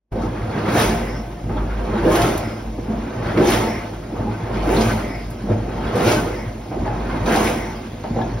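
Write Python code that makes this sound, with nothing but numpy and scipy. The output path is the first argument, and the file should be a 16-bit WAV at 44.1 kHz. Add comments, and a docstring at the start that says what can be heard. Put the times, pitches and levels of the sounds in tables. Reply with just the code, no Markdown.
"""Sump pump running short of water.

A submerged pump in a shallow pit surges about every 1.3 s, heard from the rim. Water gurgles back
into the intake, the pump catches, and a churning rush bursts into spray and ends in a slurp of air.
The water sounds are ringing bubbles and clumps of pops, coloured by the pit's echoes and standing
waves. The motor hums, the pit booms underneath and a thin stream trickles down the wall."""
import sys
import numpy as np
from scipy import signal
from scipy.fft import rfft, irfft, next_fast_len
from scipy.io import wavfile
from scipy.ndimage import uniform_filter1d

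SR = 44100
rng = np.random.default_rng(int(sys.argv[2]) if len(sys.argv) > 2 else 0)


def put_to_file(sound):
    """Save the sound as 16-bit audio at rate SR, in the file named by the first command-line argument."""
    columns = np.atleast_2d(sound).T  # one column per channel
    safe = np.clip(columns, -1, 1)
    whole_steps = np.round(safe * 32767)
    wavfile.write(sys.argv[1], SR, whole_steps.astype(np.int16))


N = 370440
T = np.arange(N) / SR
FFT_SIZE = next_fast_len(N + SR // 2)
HZ = np.fft.rfftfreq(FFT_SIZE, 1 / SR)

# Water falling back into the intake. Each row: time in seconds, churn level in dB, churn decay in dB/s,
# boom level in dB. Levels in all tables are relative within their layer.
REFILLS = [(0.17, -24.5, 32, -28.5), (1.57, -28, 26, -29.5), (2.91, -29.5, 16, -31), (4.19, -26, 55, -26.5),
           (5.501, -27, 37, -28), (6.8, -26, 20, -28.5), (8.18, -24.5, 53, -25)]
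# The pump catching. Each row: time the air slug breaks, crest time and crest length in seconds, then
# churn, rush, spray and boom levels and choke depth in dB.
SURGES = [(0.684, 0.802, 0.028, -21.5, -23, -32.5, -24, 1.5),
          (2.034, 2.198, 0.14, -20.5, -26.5, -39, -24, 1.5), (3.367, 3.51, 0.054, -21.5, -24, -35, -25, 1),
          (4.661, 4.808, 0.18, -22.5, -29, -41.5, -26, 0), (5.952, 6.081, 0.015, -23, -23.5, -33.5, -25, 1),
          (7.261, 7.397, 0.14, -21.5, -27, -37.5, -31, 3.5)]
# Air drawn in after each surge. Each row: start and length in seconds, level in dB, resonance and
# bandwidth in Hz, glide in Hz/s.
SLURPS = [(0.918, 0.33, -39, 2070, 420, -200), (1.02, 0.25, -45, 5370, 500, 2500),
          (2.26, 0.39, -42.5, 2160, 420, -200), (2.362, 0.33, -51, 5100, 600, 0),
          (2.43, 0.083, -46, 5160, 90, 0), (3.45, .16, -50, 5840, 90, -1800),
          (3.57, 0.33, -34.5, 2080, 520, 303), (3.594, 0.24, -43, 5400, 550, 2500),
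          (4.87, 0.47, -39, 2080, 430, -5), (4.98, 0.43, -50, 4870, 700, -3),
          (5.06, 0.1, -42, 5120, 130, 600), (6.16, 0.42, -41, 2080, 420, 2),
          (6.24, 0.25, -49.5, 5350, 700, 4), (6.32, .11, -53, 5020, 100, 0),
          (7.49, 0.3, -37, 2030, 400, -200), (7.55, 0.25, -50, 5700, 900, -2),
          (7.745, 0.045, -49, 5020, 100, -3)]


def amp(db):
    """Decibels to gain."""
    return 10 ** (np.asarray(db) / 20)


def unit_rms(x):
    """Scales to rms 1."""
    return x / np.sqrt(np.mean(x ** 2) + 1e-20)


def log_interp(points, hz=HZ):
    """Interpolates (Hz, value) points on a log-frequency axis."""
    point_hz, values = np.transpose(points)
    return np.interp(np.log(hz + 1), np.log(point_hz + 1), values)


def envelope(points):
    """Gain per sample from (seconds, dB) points."""
    return amp(np.interp(T, *np.transpose(points)))


def filtered(x, gain):
    """Applies a gain per frequency."""
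    return irfft(rfft(x, FFT_SIZE) * gain, FFT_SIZE)[..., :N]


def coloured(x, colour):
    """Filters by (Hz, dB) points and scales to rms 1."""
    return unit_rms(filtered(x, amp(log_interp(colour))))


def minimum_phase(db):
    """Causal response with this dB curve: it rings only after its excitation."""
    cepstrum = irfft(np.log(amp(db)), FFT_SIZE)
    cepstrum[1:FFT_SIZE // 2] *= 2
    cepstrum[FFT_SIZE // 2 + 1:] = 0
    return np.exp(rfft(cepstrum))


def add(mix, start_s, sound):
    """Mixes a sound in, in place."""
    part = mix[max(round(start_s * SR), 0):][:len(sound)]
    part += sound[:len(part)]


def wander(rate_hz):
    """Low-passed noise of rms 1."""
    return unit_rms(filtered(rng.standard_normal(N), 1 / np.sqrt(1 + (HZ / rate_hz) ** 4)))


def swell(peak_s, db, rise_db_per_s, hold_s, fall_db_per_s):
    """Gain that climbs to its peak, holds and dies away."""
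    before_s = np.maximum(peak_s - T, 0)
    after_s = np.maximum(T - peak_s - hold_s, 0)
    return amp(db - rise_db_per_s * before_s - fall_db_per_s * after_s)


def power_sum(gains, floor_db):
    """Adds swells in power over a steady floor."""
    return np.sqrt(amp(floor_db) ** 2 + sum(gain ** 2 for gain in gains))


def bubbles(per_s, low_hz, high_hz, cycles, spread_db, rise, pitches):
    """Random bubbles, rms 1: each decays by 1/e in `cycles` and rises in pitch nearing the surface."""
    kicks = amp(spread_db * np.minimum(rng.exponential(1, N), 4)) * rng.choice([-1, 1], N)
    kicks *= rng.random(N) < per_s / SR
    pitch_index = rng.integers(0, pitches, N)
    out = np.zeros(N)
    for k, hz in enumerate(np.geomspace(low_hz, high_hz, pitches)):
        age = np.arange(int(5 * cycles * SR / hz) + 2) * hz / SR / cycles  # in decay times
        ring = np.exp(-age) * np.sin(2 * np.pi * cycles * age * (1 + rise * age / 2))
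        out += hz * signal.oaconvolve(kicks * (pitch_index == k), ring)[:N]
    return unit_rms(out)


def bursts(rows, attack_s):
    """Each row sounds a decaying clump of pops around one pitch."""
    out, t = np.zeros(N), T[:SR // 4]
    for start_s, db, hz, decay_s, width_ratio in rows:
        shape = (1 - np.exp(-t / attack_s)) * np.exp(-t / decay_s)
        pops = rng.laplace(size=len(t)) * shape
        width_hz = min(width_ratio * hz, SR / 4)
        band = signal.iirpeak(hz, hz / width_hz, SR)
        clump = signal.lfilter(*band, signal.lfilter(*band, pops))
        add(out, start_s, amp(db) * unit_rms(clump) * np.sqrt(np.mean(shape ** 2)))
    return out


def wavering_tone(hz, drift_hz, rate_hz, throb_db):
    """Sine of rms 1 whose pitch and level wander."""
    turns = np.cumsum(hz + drift_hz * wander(rate_hz)) / SR
    return unit_rms(np.sin(2 * np.pi * turns) * amp(throb_db * wander(rate_hz)))


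def choke():
    """Flow gain: each air slug throttles the flow more and more, then frees it as it breaks."""
    closing_s, opening_s = 0.09, 0.004
    loss_db = sum(db * np.interp(T, [break_s - closing_s, break_s - opening_s, break_s], [0, 1, 0]) ** .5
                  for break_s, *_, db in SURGES)
    return amp(-loss_db)


def motor_hum():
    """The motor's hum comes and goes with the water around the pump."""
    # Each row: time in seconds, hum level in dB.
    hum_levels = [(0.13, -27), (0.27, -24), (0.54, -38), (0.84, -37), (0.86, -23.5), (1.33, -32),
                  (1.37, -37), (1.62, -20), (2.48, -32), (2.57, -42), (2.7, -26.5), (2.84, -32), (3.0, -25),
                  (3.12, -41), (3.24, -30), (3.46, -35), (3.51, -25), (3.81, -40), (4.29, -27), (4.39, -39),
                  (4.62, -19.5), (4.8, -25), (4.95, -27), (5.42, -33), (5.47, -31), (5.88, -25),
                  (5.93, -37), (6.23, -27.5), (6.73, -36), (6.8, -28), (7.15, -26), (7.55, -29.5),
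                  (7.86, -40), (8.37, -29.5), (8.39, -36)]
    tone = wavering_tone(hz=50.7, drift_hz=0.92, rate_hz=12, throb_db=2.5)
    return amp(-1.5) * envelope(hum_levels) * tone


def pit_boom():
    """Turbulence keeps a low pit resonance ringing; refills kick it and surges swell it."""
    kicks = [swell(time_s, db, rise_db_per_s=132, hold_s=0.021, fall_db_per_s=60)
             for time_s, *_, db in REFILLS]
    heaves = [swell(crest_s, db, rise_db_per_s=24, hold_s=0.025, fall_db_per_s=37)
              for _, crest_s, *_, db, _ in SURGES]
    tone = wavering_tone(hz=110.9, drift_hz=6.5, rate_hz=17, throb_db=5)
    return power_sum(kicks + heaves, floor_db=-38.5) * tone


def trickle():
    """A thin stream patters into the pit and makes tiny bubbles."""
    # Clearer as the microphone draws back. Each row: time in seconds, level in dB.
    stream_levels = [(.1, -56), (3, -50.5), (6.6, -50.5), (7.8, -47), (8.4, -46.5)]
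    swarm = bubbles(per_s=1100, low_hz=1500, high_hz=6620, cycles=15.5,
                    spread_db=1, rise=0.04, pitches=26)
    return envelope(stream_levels) * unit_rms(filtered(swarm, 1 / np.hypot(1, HZ / 2200)))


def churn_gain():
    """The churn wells up at each refill, heaves as the pump catches and peaks as the slug breaks."""
    gains = [swell(time_s, db, rise_db_per_s=103, hold_s=0.011, fall_db_per_s=fall)
             for time_s, db, fall, _ in REFILLS]
    for break_s, _, _, db, *_ in SURGES:
        gains.append(swell(break_s - 0.1, db=-26, rise_db_per_s=61, hold_s=0.058, fall_db_per_s=76))
        gains.append(swell(break_s, db, rise_db_per_s=430, hold_s=0.22, fall_db_per_s=45))
    return choke() * power_sum(gains, floor_db=-36.5)


def churn():
    """Bubbles tumble around the intake; the faster the water, the more of them are small."""
    # Tone of the large and the small bubbles. 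Each row: frequency in Hz, gain in dB.
    large_colour = [(35, -37), (60, -5), (85, -2), (115, -4.5), (170, 1), (240, 0.5), (345, -2.5),
                    (450, -9.5), (600, -40), (1000, -46)]
    small_colour = [(250, -17), (400, 0.5), (510, 1.5), (700, 0), (880, -5), (1150, -10.5), (1800, -44),
                    (4000, -56)]
    large = bubbles(per_s=2200, low_hz=60.8, high_hz=600, cycles=2.3,
                    spread_db=0.5, rise=0.053, pitches=18)
    small = bubbles(per_s=1800, low_hz=330, high_hz=1871, cycles=6.25,
                    spread_db=1.5, rise=0.0763, pitches=18)
    strength = churn_gain()
    small_share = np.clip(amp(-2) * (rush_gain() / strength) ** 0.35, 0, 0.9)
    large = amp(1.15) * np.sqrt(1 - small_share ** 2) * coloured(large, large_colour)
    small = amp(2) * small_share * coloured(small, small_colour)
    lumps = amp(0.44 * wander(rate_hz=25))
    return strength * lumps * (large + small)


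def gulps():
    """Single slugs of air break through the water, each into a clump of pops."""
    # Each row: start in seconds, level in dB, pitch in Hz, decay in seconds, bandwidth over pitch.
    slugs = [(.125, -44, 202, 0.028, 1.1), (.149, -23, 467, 0.04, 0.5), (.555, -15, 199, 0.066, 1.4),
             (.682, -24, 300, 0.021, 0.89), (.765, -15.5, 656, 0.049, 0.57), (1.438, -17, 122, 0.07, 0.89),
             (1.489, -20, 410, 0.051, 1.3), (1.556, -33, 227, 0.016, 0.88), (1.905, -19.5, 330, 0.072, 1.6),
             (2.044, -16.5, 357, 0.24, 0.76), (2.045, -9, 420, 0.029, 0.35),
             (2.780, -24.5, 410, 0.025, 0.74), (2.874, -19.5, 234, 0.088, 0.42),
             (2.918, -28, 650, 0.028, 0.86), (3.368, -8.5, 318, 0.028, 0.66),
             (3.398, -8.5, 342, 0.048, 0.78), (4.126, -22, 550, 0.018, 0.52), (4.158, -20.5, 480, .03, .9),
             (4.15, -31, 950, 0.042, 0.38), (4.268, -19, 213, 0.064, 1.1), (4.265, -27.5, 820, 0.044, 0.46),
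             (4.680, -13, 360, 0.18, 0.76), (4.725, -18, 684, 0.067, 0.33), (4.765, -15, 213, 0.066, 0.2),
             (5.436, -16.5, 187, 0.056, 0.69), (5.481, -19.5, 586, 0.068, 0.37),
             (5.49, -9, 111, 0.066, 0.14), (5.506, -12, 232, 0.029, 1.1), (5.950, -14.5, 330, 0.22, 1.16),
             (6.066, -13, 382, 0.14, 1.15), (6.709, -20.5, 600, 0.052, 0.64),
             (6.845, -23.5, 655, 0.14, 1.24), (7.260, -15.5, 467, 0.28, 1.24),
             (7.345, -17, 774, 0.059, 0.27), (8.038, -18, 625, 0.028, 0.65), (8.100, -10, 130, 0.017, 0.75),
             (8.156, -13.5, 500, 0.025, 0.52), (8.183, -15.5, 726, 0.032, 0.48)]
    return amp(-4.5) * bursts(slugs, attack_s=0.0016)


def glugs():
    """Large bubbles ring with a slight rise in pitch: short ones plop, long ones sound a hollow note."""
    # Each row: start in seconds, level in dB, pitch in Hz, length in seconds.
    large_bubbles = [(.15, -23, 528, 0.044), (.233, -22, 294, 0.01), (.683, -13, 300, .011),
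                     (.738, -14, 305, 0.046), (.742, -16.5, 703, 0.084), (.756, -20, 518, 0.054),
                     (0.758, -12, 414, .01), (0.779, -17, 447, 0.078), (0.88, -26, 340, 0.035),
                     (0.901, -20, 703, 0.057), (1.488, -25, 440, .01), (1.554, -16, 280, .012),
                     (1.558, -25.5, 612, 0.056), (1.564, -27, 843, 0.035), (1.62, -17, 350, 0.011),
                     (1.903, -16, 360, 0.014), (1.948, -18, 214, 0.055), (1.953, -23.5, 824, 0.039),
                     (1.966, -18, 344, 0.091), (2.046, -12, 322, 0.067), (2.049, -10, 386, 0.0095),
                     (2.058, -17, 505, 0.088), (2.061, -18.5, 618, 0.08), (2.066, -8, 330, .011),
                     (2.088, -17, 377, .011), (2.107, -21, 1071, 0.045), (2.108, -24, 1240, .035),
                     (2.22, -29, 1327, 0.113), (2.11, -16.5, 336, 0.135), (2.184, -18, 698, .1),
                     (2.174, -15, 310, 0.023), (2.245, -7.5, 400, 0.01), (2.261, -18.5, 298, 0.05),
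                     (2.352, -11, 322, 0.012), (2.474, -17, 294, 0.01), (2.787, -16.5, 280, 0.011),
                     (2.922, -21, 312, .012), (2.925, -26.5, 687, 0.038), (3.068, -23, 280, 0.013),
                     (3.259, -20, 350, 0.095), (3.384, -18.5, 615, 0.058), (3.387, -27, 453, 0.043),
                     (3.4, -4, 337, 0.013), (3.417, -10, 418, 0.0096), (3.475, -7, 356, 0.026),
                     (3.483, -20, 218, 0.044), (3.615, -28.5, 894, 0.14), (3.66, -25, 336, 0.054),
                     (3.783, -17, 340, 0.015), (4.122, -19, 295, 0.014), (4.147, -36, 706, 0.041),
                     (4.16, -36, 1235, 0.044), (4.264, -26, 835, 0.055), (4.268, -17, 280, 0.0091),
                     (4.292, -19, 295, .011), (4.672, -15, 294, 0.029), (4.676, -17, 332, .011),
                     (4.703, -9, 377, 0.012), (4.709, -22, 883, 0.049), (4.774, -11, 324, 0.012),
                     (4.787, -17.5, 698, 0.081), (4.805, -23, 512, 0.11), (4.809, -9, 400, 0.0076),
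                     (5.042, -16, 347, 0.0098), (5.104, -18, 284, 0.013), (5.482, -22, 482, 0.049),
                     (5.491, -30, 692, 0.058), (5.503, -12, 330, 0.01), (5.941, -17, 500, 0.058),
                     (5.955, -8, 312, 0.01), (6.058, -16.5, 599, .12), (6.061, -11, 353, 0.038),
                     (6.074, -19, 1414, 0.03), (6.115, -11, 442, 0.0087), (6.152, -10, 410, 0.008),
                     (6.715, -19, 311, 0.0091), (6.722, -31, 694, 0.08), (6.772, -20, 393, .01),
                     (6.844, -19, 316, 0.011), (6.856, -24, 840, 0.093), (7.16, -21, 288, .013),
                     (7.31, -9, 402, .009), (7.348, -13, 330, .02), (7.371, -9, 810, .009),
                     (7.403, -14, 318, 0.01), (8.048, -21, 420, 0.0084), (8.16, -27, 787, 0.04),
                     (8.186, -19, 545, 0.011)]
    peak_age, rise = 0.27, 0.029  # share of the length; relative pitch rise per length
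    out, t = np.zeros(N), T[:SR // 2]
    for start_s, db, hz, length_s in large_bubbles:
        age = t / length_s
        pitch_hz = hz * (1 + rise * (np.minimum(age, 2) - 0.5))
        shape = age / peak_age * np.exp(1 - age / peak_age)
        add(out, start_s, amp(db) * shape * np.sin(2 * np.pi * np.cumsum(pitch_hz) / SR))
    return out


def rush_gain():
    """Fast water builds with the pressure after each refill, leaps to the crest and drains away."""
    gains = [swell(time_s, db=-41.5, rise_db_per_s=131, hold_s=0.45, fall_db_per_s=27)
             for time_s, *_ in REFILLS]
    for _, crest_s, length_s, _, db, *_ in SURGES:
        peak_s = crest_s - length_s / 2 - 0.005
        gains.append(swell(crest_s - 0.13, db=-33.5, rise_db_per_s=31.5, hold_s=0.015, fall_db_per_s=65))
        gains.append(swell(peak_s, db, rise_db_per_s=55, hold_s=length_s, fall_db_per_s=49))
    return choke() * power_sum(gains, floor_db=-49.5)


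def rush():
    """Fast water tears air into small bubbles; it thins slightly while the intake draws air."""
    # Tone of the rush. Each row: frequency in Hz, gain in dB.
    colour = [(300, -19), (700, -3.5), (1050, 4), (1450, 1.5), (1800, -3), (2400, -7), (3200, -11.5),
              (4400, -15.5), (6000, -22), (8000, -30.5), (12000, -17)]
    swarm = bubbles(per_s=7000, low_hz=500, high_hz=8940, cycles=8.7,
                    spread_db=2, rise=0.044, pitches=30)
    air_drawn = np.zeros(N)
    for start_s, length_s, *_ in SLURPS:
        add(air_drawn, start_s, np.hanning(round(length_s * SR)))
    lumps = amp(2 * wander(rate_hz=12.5) - 0.5 * air_drawn)
    return amp(-1.4) * rush_gain() * lumps * coloured(swarm, colour)


def ringing_bubbles():
    """A few bubbles ring long enough to be heard singly, mostly when the water is fastest."""
    swarm = bubbles(per_s=300, low_hz=801, high_hz=5992, cycles=32.6,
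                    spread_db=2.1, rise=0.0175, pitches=36)
    rings = unit_rms(filtered(swarm, 1 / np.hypot(1, (HZ / 1500) ** 2)))
    flow = rush_gain()
    return amp(-4.5) * flow * (flow / flow.max()) ** 0.18 * rings


def splashes_and_tick():
    """Small splashes and bubbles pop sharply; one faint, very short tick sounds at 5.42 s."""
    # Each row: start in seconds, level in dB, pitch in Hz, decay in seconds, bandwidth over pitch.
    pops = [(.216, -50, 4500, 0.027, 0.99), (.218, -42, 1286, 0.028, 0.087), (.755, -35, 1520, 0.083, 0.15),
            (.797, -35, 10800, 0.015, 0.42), (1.566, -44, 3480, 0.0081, 0.29),
            (1.570, -36, 1170, 0.038, 0.51), (1.7, -42, 1310, 0.13, 0.64), (2.117, -38, 4500, 0.017, 2.5),
            (2.155, -27.5, 3600, 0.0058, 1), (2.157, -34, 11000, 0.011, .5),
            (2.217, -26, 2960, 0.0085, 1.2), (2.216, -34, 11000, .006, .6),
            (2.376, -31, 10900, 0.0047, 1.1), (3.373, -28, 2170, 0.0069, 0.78),
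            (3.503, -30, 10500, .006, .6), (3.521, -26, 3540, .008, 0.34),
            (3.468, -34, 5930, 0.0089, 0.037), (3.472, -35.5, 3500, .03, 1.7),
            (4.155, -47, 1210, 0.021, 0.23), (4.764, -28.5, 4020, 0.007, 0.2),
            (4.808, -28.5, 3700, 0.011, 1.2), (5.303, -46, 10900, 0.009, 1.2),
            (5.422, -31, 8000, 0.00029, 1.3), (5.497, -42, 1200, 0.013, 0.58),
            (5.954, -43, 5970, 0.034, 1.4), (6.09, -27, 2400, 0.007, .8), (6.117, -28.5, 2400, 0.014, 2.1),
            (7.257, -37.5, 3280, 0.02, 1.1), (7.262, -41, 6100, .012, 0.042), (7.277, -34, 990, 0.0089, .7),
            (7.3, -34, 1500, 0.055, 0.35), (7.359, -27, 3200, 0.0064, 2.5),
            (7.445, -33.5, 2100, 0.022, 0.29), (7.469, -27, 2380, 0.0076, 0.46),
            (8.209, -33, 1686, 0.0056, 0.041), (8.214, -37, 3680, 0.0031, 0.2)]
    return amp(8) * bursts(pops, attack_s=0.00093)


def spray_gain():
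    """The spray peaks sharply at each crest, over a faint fizz of foam."""
    gains = []
    for _, crest_s, length_s, _, _, db, *_ in SURGES:
        peak_s = crest_s - length_s / 2
        gains.append(swell(peak_s, db, rise_db_per_s=183, hold_s=length_s, fall_db_per_s=90))
        gains.append(swell(crest_s, db=-52.5, rise_db_per_s=38, hold_s=0.054, fall_db_per_s=25.5))
    return choke() * power_sum(gains, floor_db=-61.5)


def spray():
    """Collapsing cavities and droplets crackle in spurts; near the crest a few bubbles ping."""
    # Tone of the fizz. Each row: frequency in Hz, gain in dB.
    colour = [(1200, 9), (2800, 9), (4200, -0.5), (6200, 4.5), (8000, -0.5), (10000, 1), (13200, -4),
              (15500, 1)]
    fizz = bubbles(per_s=12000, low_hz=1800, high_hz=16500, cycles=2.5,
                   spread_db=2.4, rise=0.01, pitches=22)
    pings = bubbles(per_s=520, low_hz=1200, high_hz=7000, cycles=40,
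                    spread_db=1.9, rise=0.015, pitches=32)
    pings = unit_rms(filtered(pings, 1 / np.hypot(1, HZ / 2500)))
    spurts = amp(0.42 * wander(rate_hz=60))
    strength = spray_gain()
    ping_gain = amp(4.5) * (strength / strength.max()) ** 0.16
    return strength * spurts * (amp(8.4) * coloured(fizz, colour) + ping_gain * pings)


def slurps():
    """Air sputters through the half-open intake; resonances glide with the gap, narrow ones squeak."""
    out = np.zeros(N)
    air = rng.standard_normal(N) * amp(2 * wander(rate_hz=90))
    for start_s, length_s, db, hz, width_hz, glide_hz_per_s in SLURPS:
        draw = air[round(start_s * SR):][:round(length_s * SR)]
        centre_hz = hz + glide_hz_per_s * (T[:len(draw)] - length_s / 2)
        carrier = np.exp(2j * np.pi * np.cumsum(centre_hz) / SR)
        # Gliding band-pass: shift down, low-pass, shift back.
        baseband = signal.lfilter(*signal.butter(2, width_hz / 2, fs=SR), draw / carrier)
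        ring = (carrier * baseband).real
        add(out, start_s, amp(db) * unit_rms(ring) * np.hanning(len(draw)))
    return out


def pit(x, low_wet_db, high_wet_db):
    """Standing waves and dense wall echoes; returns direct sound with echoes, and echoes alone."""
    # Peaks and nulls between the walls. Each row: frequency in Hz, width in Hz, gain in dB.
    modes = [(145, 24, -4.5), (192, 9, 1.7), (219, 32, 2.9), (269, 13, -3.4), (321, 8, -2.3),
             (343, 22, 5.2), (370, 8, 1.0), (381, 8, -2.0), (387, 8, -6.3), (402, 10, 4.5), (414, 8, -2.4),
             (431, 14, -4.8), (450, 14, 1.5), (484, 12, 1.5), (515, 14, 2.5), (570, 12, -2.4),
             (614, 9, 4.0), (655, 25, -2.5), (700, 11, 5.5), (728, 20, -3.9), (838, 17, 3.3),
             (865, 8, -3.2), (891, 12, 5.0), (1017, 22, -3.1), (1080, 30, 1.6), (1158, 48, -3.6),
             (1266, 27, 2.4), (1530, 40, 2), (1767, 57, -2.1), (1925, 32, -2.6), (2094, 131, 1.7),
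             (3928, 185, -1.9)]
    # Echo decay. Each row: frequency in Hz, T60 in seconds.
    decay = [(100, 0.026), (500, 0.2), (2000, 0.088), (6000, 0.15), (15000, 0.042)]
    echoes_per_s, shape = 3000, (2, SR // 3)
    taps = rng.choice([-1., 1.], shape) * (rng.random(shape) < echoes_per_s / SR)
    hz, t, frames = signal.stft(taps, SR, nperseg=256)
    t60_s = log_interp(decay, hz)[:, None]
    tail = signal.istft(frames * amp(-60 * t / t60_s), SR, nperseg=256)[1]
    echo = rfft(tail / np.linalg.norm(tail, axis=1, keepdims=True), FFT_SIZE)
    wet = amp(log_interp([(700, low_wet_db), (3000, high_wet_db)]))
    paths = np.array([1 + wet * echo[0], echo[1]])
    paths /= np.sqrt(uniform_filter1d(abs(paths) ** 2, size=600, axis=1))  # equal energy per band
    standing_db = sum(db / (1 + (2 * (HZ - mode_hz) / width_hz) ** 2) for mode_hz, width_hz, db in modes)
    return filtered(x, paths * minimum_phase(standing_db))


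def microphone_ports(pit_paths):
    """Two ports share the bass; higher up the sound is diffuse and mostly reaches the left one first."""
    # Each row: frequency in Hz, diffuse level in dB against the shared sound.
    diffuse_db = [(60, -58), (120, -61), (200, -29), (330, -16), (480, -3.5), (800, -5.5), (1250, -4),
                  (2000, -12.5), (2800, 0), (3900, -9), (4700, 0), (5400, -11), (7400, -53), (9300, 4.5),
                  (11000, -27), (12600, -20), (15800, -27)]
    # Each row: frequency in Hz, phase lead of the left port in radians.
    lead_rad = [(0, 0), (300, 0), (780, -.2), (1500, .15), (2600, .5), (4130, .6), (5170, -.15),
                (6000, 1.4), (7200, 3.1), (8300, 3.2), (10400, 6.2), (11900, 6.4), (13300, 9.1),
                (14600, 9.5), (15800, 10.7)]
    diffuse = amp(log_interp(diffuse_db))
    weights = np.array([np.ones(len(HZ)), diffuse]) / np.hypot(1, diffuse)
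    mid, side = filtered(pit_paths, weights)
    right = filtered(mid - side, np.exp(-1j * log_interp(lead_rad)))
    return np.array([mid + side, right])


def scene():
    """Intake and open water arrive by different echoes, over dry glugs, hum and boom."""
    intake = gulps() + churn() + spray() + slurps()
    surface = rush() + ringing_bubbles() + trickle() + splashes_and_tick()
    water = pit(intake, low_wet_db=-8.5, high_wet_db=1) + pit(surface, low_wet_db=-7.5, high_wet_db=0)
    balance = amp([[-0.2], [0.2]])
    return balance * (microphone_ports(water) + amp(-2.5) * glugs()) + motor_hum() + pit_boom()


def record(dry):
    """The microphone sheds the deepest bass; fade-in after 0.1 s of near silence; band limit."""
    low_cut_hz, high_cut_hz = 40, 15850
    heard = filtered(dry, 1 / np.sqrt(1 + (low_cut_hz / (HZ + 1)) ** 16))
    fade_in = envelope([(0, -58), (0.105, -46), (0.122, 0)])
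    low_pass = signal.firwin(511, high_cut_hz, window=("kaiser", 9), fs=SR)
    return signal.oaconvolve(heard * fade_in, low_pass[None], "same")


dry = scene()
out = record(dry)
put_to_file(out)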